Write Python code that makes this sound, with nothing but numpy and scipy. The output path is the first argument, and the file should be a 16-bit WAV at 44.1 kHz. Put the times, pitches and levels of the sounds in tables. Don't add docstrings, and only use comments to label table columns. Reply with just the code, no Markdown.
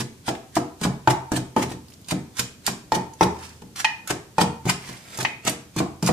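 import sys
import numpy as np
from scipy import signal
from scipy.fft import rfft, irfft, next_fast_len
from scipy.io import wavfile
from scipy.ndimage import uniform_filter1d

SR = 44100
rng = np.random.default_rng(int(sys.argv[2]) if len(sys.argv) > 2 else 0)


def materialize(psi):
    bounded = np.clip(np.atleast_2d(psi).T, -1, 1)
    quanta = np.round(bounded * 32767).astype(np.int16)
    wavfile.write(sys.argv[1], SR, quanta)


N = 269892
T = np.arange(SR) / SR

# (frequency [Hz], level [dB], t60 [s])
BOWL_MODES = [(760, -12.5, 0.16), (887.7, 9.5, 0.055), (914, -17.5, 0.53), (1480, -32, 0.19),
              (1830, -9, 0.081), (1880, -10.5, 0.17), (1920, -17.5, 0.21), (2484, 4.5, 0.035),
              (2426, -4.5, 0.093), (2930, -16.5, 0.25), (3156, -5.5, 0.033), (4320, -12.5, 0.064),
              (6200, -35, 0.14)]
SOFT_CORNER_HZ, DAMPED_RING_DB = 670, -16


def pestle(squeeze_rise_s=0.0066, release_s=0.0067, steepness=0.76, brush_s=0.0023, slide_db=-41):
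    # (time [s], landing [dB], bare clay [0-1], smack [dB], squeeze delay [s], crunch [dB],
    #  thump delay [s], thump [dB], pulp firmness [0-1])
    strokes = [ (0.000, -44, 0, -32, 0.0057, -28, 0.0018, -25.5, 0.32),
               (0.265, -62, 0.4, -48, 0.0205, -27.5, .016, -24.5, 0.89),
               (0.554, -42, 0.1, -25.5, 0.015, -28, 0.013, -18, 0.96),
               (0.8131, -24.5, 0, -33.5, 0.027, -25, 0.037, -16, 0.28),
               (1.0742, -17, 0.81, -26.5, 0.031, -23.5, 0.05, -35, 0.2),
               (1.3183, -17.5, 0.19, -26, 0.048, -27, 0.055, -23, 0.16),
               (1.564, -17, 0.62, -33, 0.063, -27.5, 0.072, -25.5, 0.34),
               (2.085, -45, 0.2, -30, 0.026, -24.5, 0.035, -19.5, 0.4),
               (2.369, -52, 0.2, -36, 0.025, -23, 0.025, -29, 0),
               (2.665, -62, 0.2, -13, .013, -24.5, .014, -27.5, 1),
               (2.920, -25.5, 0.96, -24, 0.03, -26, .044, -21, 0.28),
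               (3.2092, -16.5, 0.8, -23.5, 0.022, -22.5, 0.02, -23, 0),
               (3.759, -61, 0, -50, 0.0425, -27, .046, -48, 0.3),
               (4.075, -58, 0, -26, 0.0305, -22.5, 0.027, -22.5, 0.53),
               (4.3823, -21.5, 0.91, -26, 0.032, -20.5, 0.033, -15, 0.48),
               (4.654, -22, 0.06, -36, 0.0432, -16.5, .012, -24, 0.42),
               (5.187, -28, 0.48, -28.5, 0.022, -27, 0.031, -34, 0.8),
               (5.45, -31.5, 0, -29.5, 0.028, -19, 0.024, -26.5, 0.7),
               (5.763, -22.5, 0.03, -30.5, 0.024, -25.5, 0.04, -23, 0.98),
               (6.026, -18, 0.03, -26.5, 0.051, -22, 0.063, -16, 0.74)]
    out = silence()
    t = T[:8192] - T[2048]
    for at_s, land_db, bare, smack_db, squeeze_s, crunch_db, thump_s, thump_db, firm in strokes:
        landing = blow(bare, SOFT_CORNER_HZ * 2 ** (0.89 * bare), DAMPED_RING_DB + 29 * bare)
        thump = blow(firm, SOFT_CORNER_HZ * 2 ** (0.3 * firm), DAMPED_RING_DB)
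        from_peak = np.maximum((squeeze_s - t) / squeeze_rise_s, (t - squeeze_s) / release_s)
        squeeze = np.exp(-from_peak ** steepness)
        slide = np.exp(np.minimum(t, 0) / brush_s) * (t < squeeze_s)
        pressure = np.maximum(squeeze, undb(slide_db - crunch_db) * slide)
        smack_hz = 7000 * 2 ** (-0.54 * bare)
        add(out, at_s, undb(land_db) * landing)
        add(out, at_s, tick(smack_db, smack_hz))
        add(out, at_s + t[0], undb(crunch_db) * shreds(pressure, snaps_per_s=3800, squelch_db=-2.5))
        add(out, at_s + thump_s, undb(thump_db) * thump)
    return out


def blow(hardness, knock_corner_hz, ring_db):
    # (frequency [Hz], level [dB], t60 [s])
    counter_modes = [(81, -13.5, 0.95), (106, -22, 0.41), (131.3, 1, 0.2), (172.3, 0.5, 0.061),
                     (228.3, -8, 0.27), (244, -11, 0.085), (307.4, -6.5, 0.34), (394.6, 4.5, 0.16),
                     (483, -4, 0.34), (710, -12, 0.115)]
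    # (frequency [Hz], gain [dB])
    thud_spectrum = [(30, -24.5), (70, -12.5), (130, -2), (200, -2), (380, 0), (550, -14), (1000, -14),
                     (3000, -41)]
    knock_spectrum = [(100, -25), (300, -2), (500, -13.5), (680, -0.5), (1050, -2.5), (1600, -7.5),
                      (2500, -6), (5000, -10.5), (14000, -40)]
    thud_corner_hz = 202 * 2 ** (1.18 * hardness)
    push = contact(burst(thud_spectrum, t60_s=0.08, rattle_db=1.5), thud_corner_hz)
    counter = contact(ring(counter_modes, spread_db=2.5, detune=0.018), thud_corner_hz)
    thud = at_level(push, 0) + at_level(counter, -7)
    thud = at_level(reflect(thud, db=-4), 0)
    thud[2] *= undb(-2)
    knock = contact(burst(knock_spectrum, t60_s=0.077, rattle_db=4.5), knock_corner_hz)
    bowl = contact(ring(BOWL_MODES, spread_db=3.5, detune=0.0038), corner_hz=800)
    knock = at_level(reflect(knock, db=2.5), -12.5 + 17.5 * hardness)
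    bowl = at_level(reflect(bowl, db=-9), ring_db)
    return thud + knock + bowl


def shreds(pressure, snaps_per_s, squelch_db, spread_db=4):
    # (frequency [Hz], gain [dB])
    fibre_spectrum = [(500, -31), (1500, -27), (3000, -3.5), (4500, -4), (7800, -1.5), (10500, -8.5),
                      (14500, -21)]
    juice_spectrum = [(150, -17), (500, -4), (1000, 1.5), (1700, 0.5), (2500, 0), (4000, -15.5),
                      (8000, -16)]
    out = 0
    for spectrum, db in ((fibre_spectrum, 0), (juice_spectrum, squelch_db)):
        strength, sign, chance = rng.random((3, len(pressure)))
        sizes = undb(-spread_db * np.log(np.maximum(strength, 1 / 20))) * np.sign(sign - 0.5)
        swarm = sizes * (chance < snaps_per_s / SR) * pressure
        out = out + at_level(reflect(colour(swarm, spectrum), db=6), db)
    return out


def snaps(stir_s=(1.82, 2.08), stir_ticks=14):
    # (time [s], level [dB], centre [Hz])
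    single_snaps = [(0.351, -36.5, 1730), (2.394, -17, 7200), (3.135, -43, 7100), (5.174, -26, 9300),
                    (5.228, -27.5, 6200), (5.495, -19, 8700), (6.063, -18.5, 7000)]
    out = silence()
    for at_s, db, hz in single_snaps:
        add(out, at_s, tick(db, hz))
    for when, pitch, strength in rng.random((stir_ticks, 3)):
        at_s = np.interp(when, (0, 1), stir_s)
        add(out, at_s, tick(db=-54 + 10 * strength, hz=2200 * 5 ** pitch, t60_s=0.0027, width=0.65))
    return out


def tick(db, hz, t60_s=0.018, width=0.56, size=2048):
    b, a = signal.iirpeak(min(hz, SR / 3), 1 / width, fs=SR)
    pop = signal.lfilter(b, a, rng.standard_normal(size) * fade(t60_s)[:size])
    return at_level(reflect(pop, db=3.5), db, window=66)


def spoon_taps(highpass_hz=1600):
    # (time [s], ring [dB], clack [dB], contact corner [Hz], t60 of damping by the resting spoon [s])
    taps = [(3.8453, -13.5, -18.5, 7000, 3.4), (5.249, -19, -18, 2470, 0.05)]
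    # (frequency [Hz], gain [dB])
    clack_spectrum = [(500, -4.5), (1000, -2), (1400, -10), (2000, 3.5), (3000, 0), (4200, -9),
                      (12000, -13)]
    out = silence()
    highpass = signal.butter(2, highpass_hz, "high", fs=SR, output="sos")
    for at_s, ring_db, clack_db, corner_hz, damping_t60_s in taps:
        wall = ring(BOWL_MODES, spread_db=1.5, detune=0.0043) * fade(damping_t60_s)
        clack = burst(clack_spectrum, t60_s=0.029, rattle_db=18)
        for part, db in ((wall, ring_db), (clack, clack_db)):
            light = signal.sosfilt(highpass, contact(part, corner_hz))
            add(out, at_s, at_level(reflect(light, db=5), db))
    return out


def spoon_scoops():
    # (time [s], rustle [dB], swell and fade [s], bump [dB])
    scoops = [(1.714, -39, 0.018, -29), (3.437, -40.5, 0.063, -51), (3.62, -49.5, 0.0018, -37.5),
              (4.891, -38.5, 0.075, -32.5), (5.155, -38, 0.09, -47)]
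    out = silence()
    t = T[:16384] - T[8192]
    for at_s, rustle_db, swell_s, bump_db in scoops:
        pressure = np.exp(-np.abs(t) / swell_s)
        add(out, at_s + t[0], undb(rustle_db) * shreds(pressure, snaps_per_s=1000, squelch_db=-3.5))
        add(out, at_s, undb(bump_db) * blow(0.2, SOFT_CORNER_HZ, DAMPED_RING_DB))
    return out


def reflect(x, db, t60_s=0.039, build_s=0.00012, size=2048):
    envelope = (fade(t60_s) * (1 - np.exp(-T / build_s)))[:size]
    echoes = undb(db) * rng.standard_normal((2, size)) * envelope / np.linalg.norm(envelope)
    highpass = signal.butter(1, 600, "high", fs=SR, output="sos")
    response = np.zeros((3, size))
    response[:2] = signal.sosfilt(highpass, echoes)
    response[:, 0] += 1
    return signal.oaconvolve(x[None], response, axes=1)


def kitchen_reverb(send, build_s=0.0084):
    # (frequency [Hz], t60 [s], level [dB], left-right likeness [0-1])
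    bands = [(79, 0.49, -1.5, 1), (192, 0.39, 1, 0.91), (530, 0.35, 1, 0.7), (1022, 0.48, -4, 0.2),
             (2100, 0.41, -2, 0), (5000, 0.35, -3, 0.01), (12700, 0.16, -9, 0.4)]
    centres_hz = [band[0] for band in bands]
    hz = np.fft.rfftfreq(SR, 1 / SR)
    swell = 1 - np.exp(-T / build_s)
    response = np.zeros((2, SR))
    for (_, t60_s, db, likeness), share in zip(bands, np.eye(len(bands))):
        mid, side = rng.standard_normal((2, SR))
        noise = np.sqrt((1 + likeness) / 2) * mid + np.sqrt((1 - likeness) / 2) * np.array([side, -side])
        band_power = curve(list(zip(centres_hz, share)), hz)
        band_noise = irfft(rfft(noise) * np.sqrt(band_power))
        decay = fade(t60_s) * swell
        response += undb(db) * band_noise * decay / np.linalg.norm(decay)
    return signal.fftconvolve(send[None], response, axes=1)[:, :N]


def room_noise(mid_db=-50.5):
    # (frequency [Hz], gain [dB])
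    noise_spectrum = [(25, -20), (60, -2.5), (110, 5.5), (300, -1.5), (800, -17), (2000, -22),
                      (7000, -20.5), (14500, -28.5)]
    mid, side = colour(rng.standard_normal((2, N)), noise_spectrum)
    side = colour(side, [(100, -15), (400, -8.5), (1200, -0.5)])
    return undb(mid_db) * (mid + np.array([side, -side])) / mid.std()


def ring(modes, spread_db, detune):
    out = 0
    for k, (hz, db, t60_s) in enumerate(modes):
        level_draw, pitch_draw = rng.standard_normal(2)
        tone = np.sin(2 * np.pi * hz * (1 + detune * pitch_draw) * T)
        out = out + (-1) ** k * undb(db + spread_db * level_draw) * fade(t60_s) * tone
    return out


def burst(spectrum, t60_s, rattle_db, size=8192):
    x = rng.standard_normal(size) * fade(t60_s)[:size]
    x *= undb(rattle_db) / np.linalg.norm(x)
    x[0] += 1
    return np.pad(colour(x, spectrum), (0, SR - size))


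def contact(x, corner_hz):
    return signal.sosfilt(signal.butter(2, min(corner_hz, SR / 3), fs=SR, output="sos"), x)


def colour(x, spectrum):
    size = next_fast_len(x.shape[-1] + 4096, real=True)
    gain = undb(curve(spectrum, np.fft.rfftfreq(size, 1 / SR)))
    cepstrum = irfft(np.log(gain), size)
    cepstrum[1:size // 2] *= 2
    cepstrum[size // 2 + 1:] = 0
    return irfft(rfft(x, size) * np.exp(rfft(cepstrum)), size)[..., :x.shape[-1]]


def curve(points, hz):
    points_hz, values = np.transpose(points)
    return np.interp(np.log(hz + 1), np.log(points_hz), values)


def at_level(x, db, window=220):
    mid = x if x.ndim == 1 else x[:2].mean(axis=0)
    return x * undb(db) / np.sqrt(uniform_filter1d(mid ** 2, window, mode="constant").max())


def undb(db):
    return 10 ** (np.asarray(db) / 20)


def fade(t60_s):
    return np.exp(-np.log(1000) * T / t60_s)


def silence():
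    return np.zeros((3, N))


def add(track, at_s, x):
    start = int(at_s * SR)
    x, start = x[:, max(-start, 0):], max(start, 0)
    track[:, start:start + x.shape[1]] += x[:, :max(N - start, 0)]


def scene():
    # (frequency [Hz], gain [dB])
    left_shadow = [(100, -1), (400, .5), (2500, .5), (5200, 0), (7700, -12), (14000, -18)]
    left, right, send = pestle() + spoon_taps() + spoon_scoops() + snaps()
    near = np.array([colour(left, left_shadow), right])
    return near + kitchen_reverb(send) + room_noise()


def record(dry):
    ceiling, top_hz = 1.4, 14700
    rounded = ceiling * np.tanh(dry / ceiling)
    return signal.sosfilt(signal.ellip(8, 0.2, 80, top_hz, fs=SR, output="sos"), rounded)


dry = scene()
out = record(dry)
materialize(out)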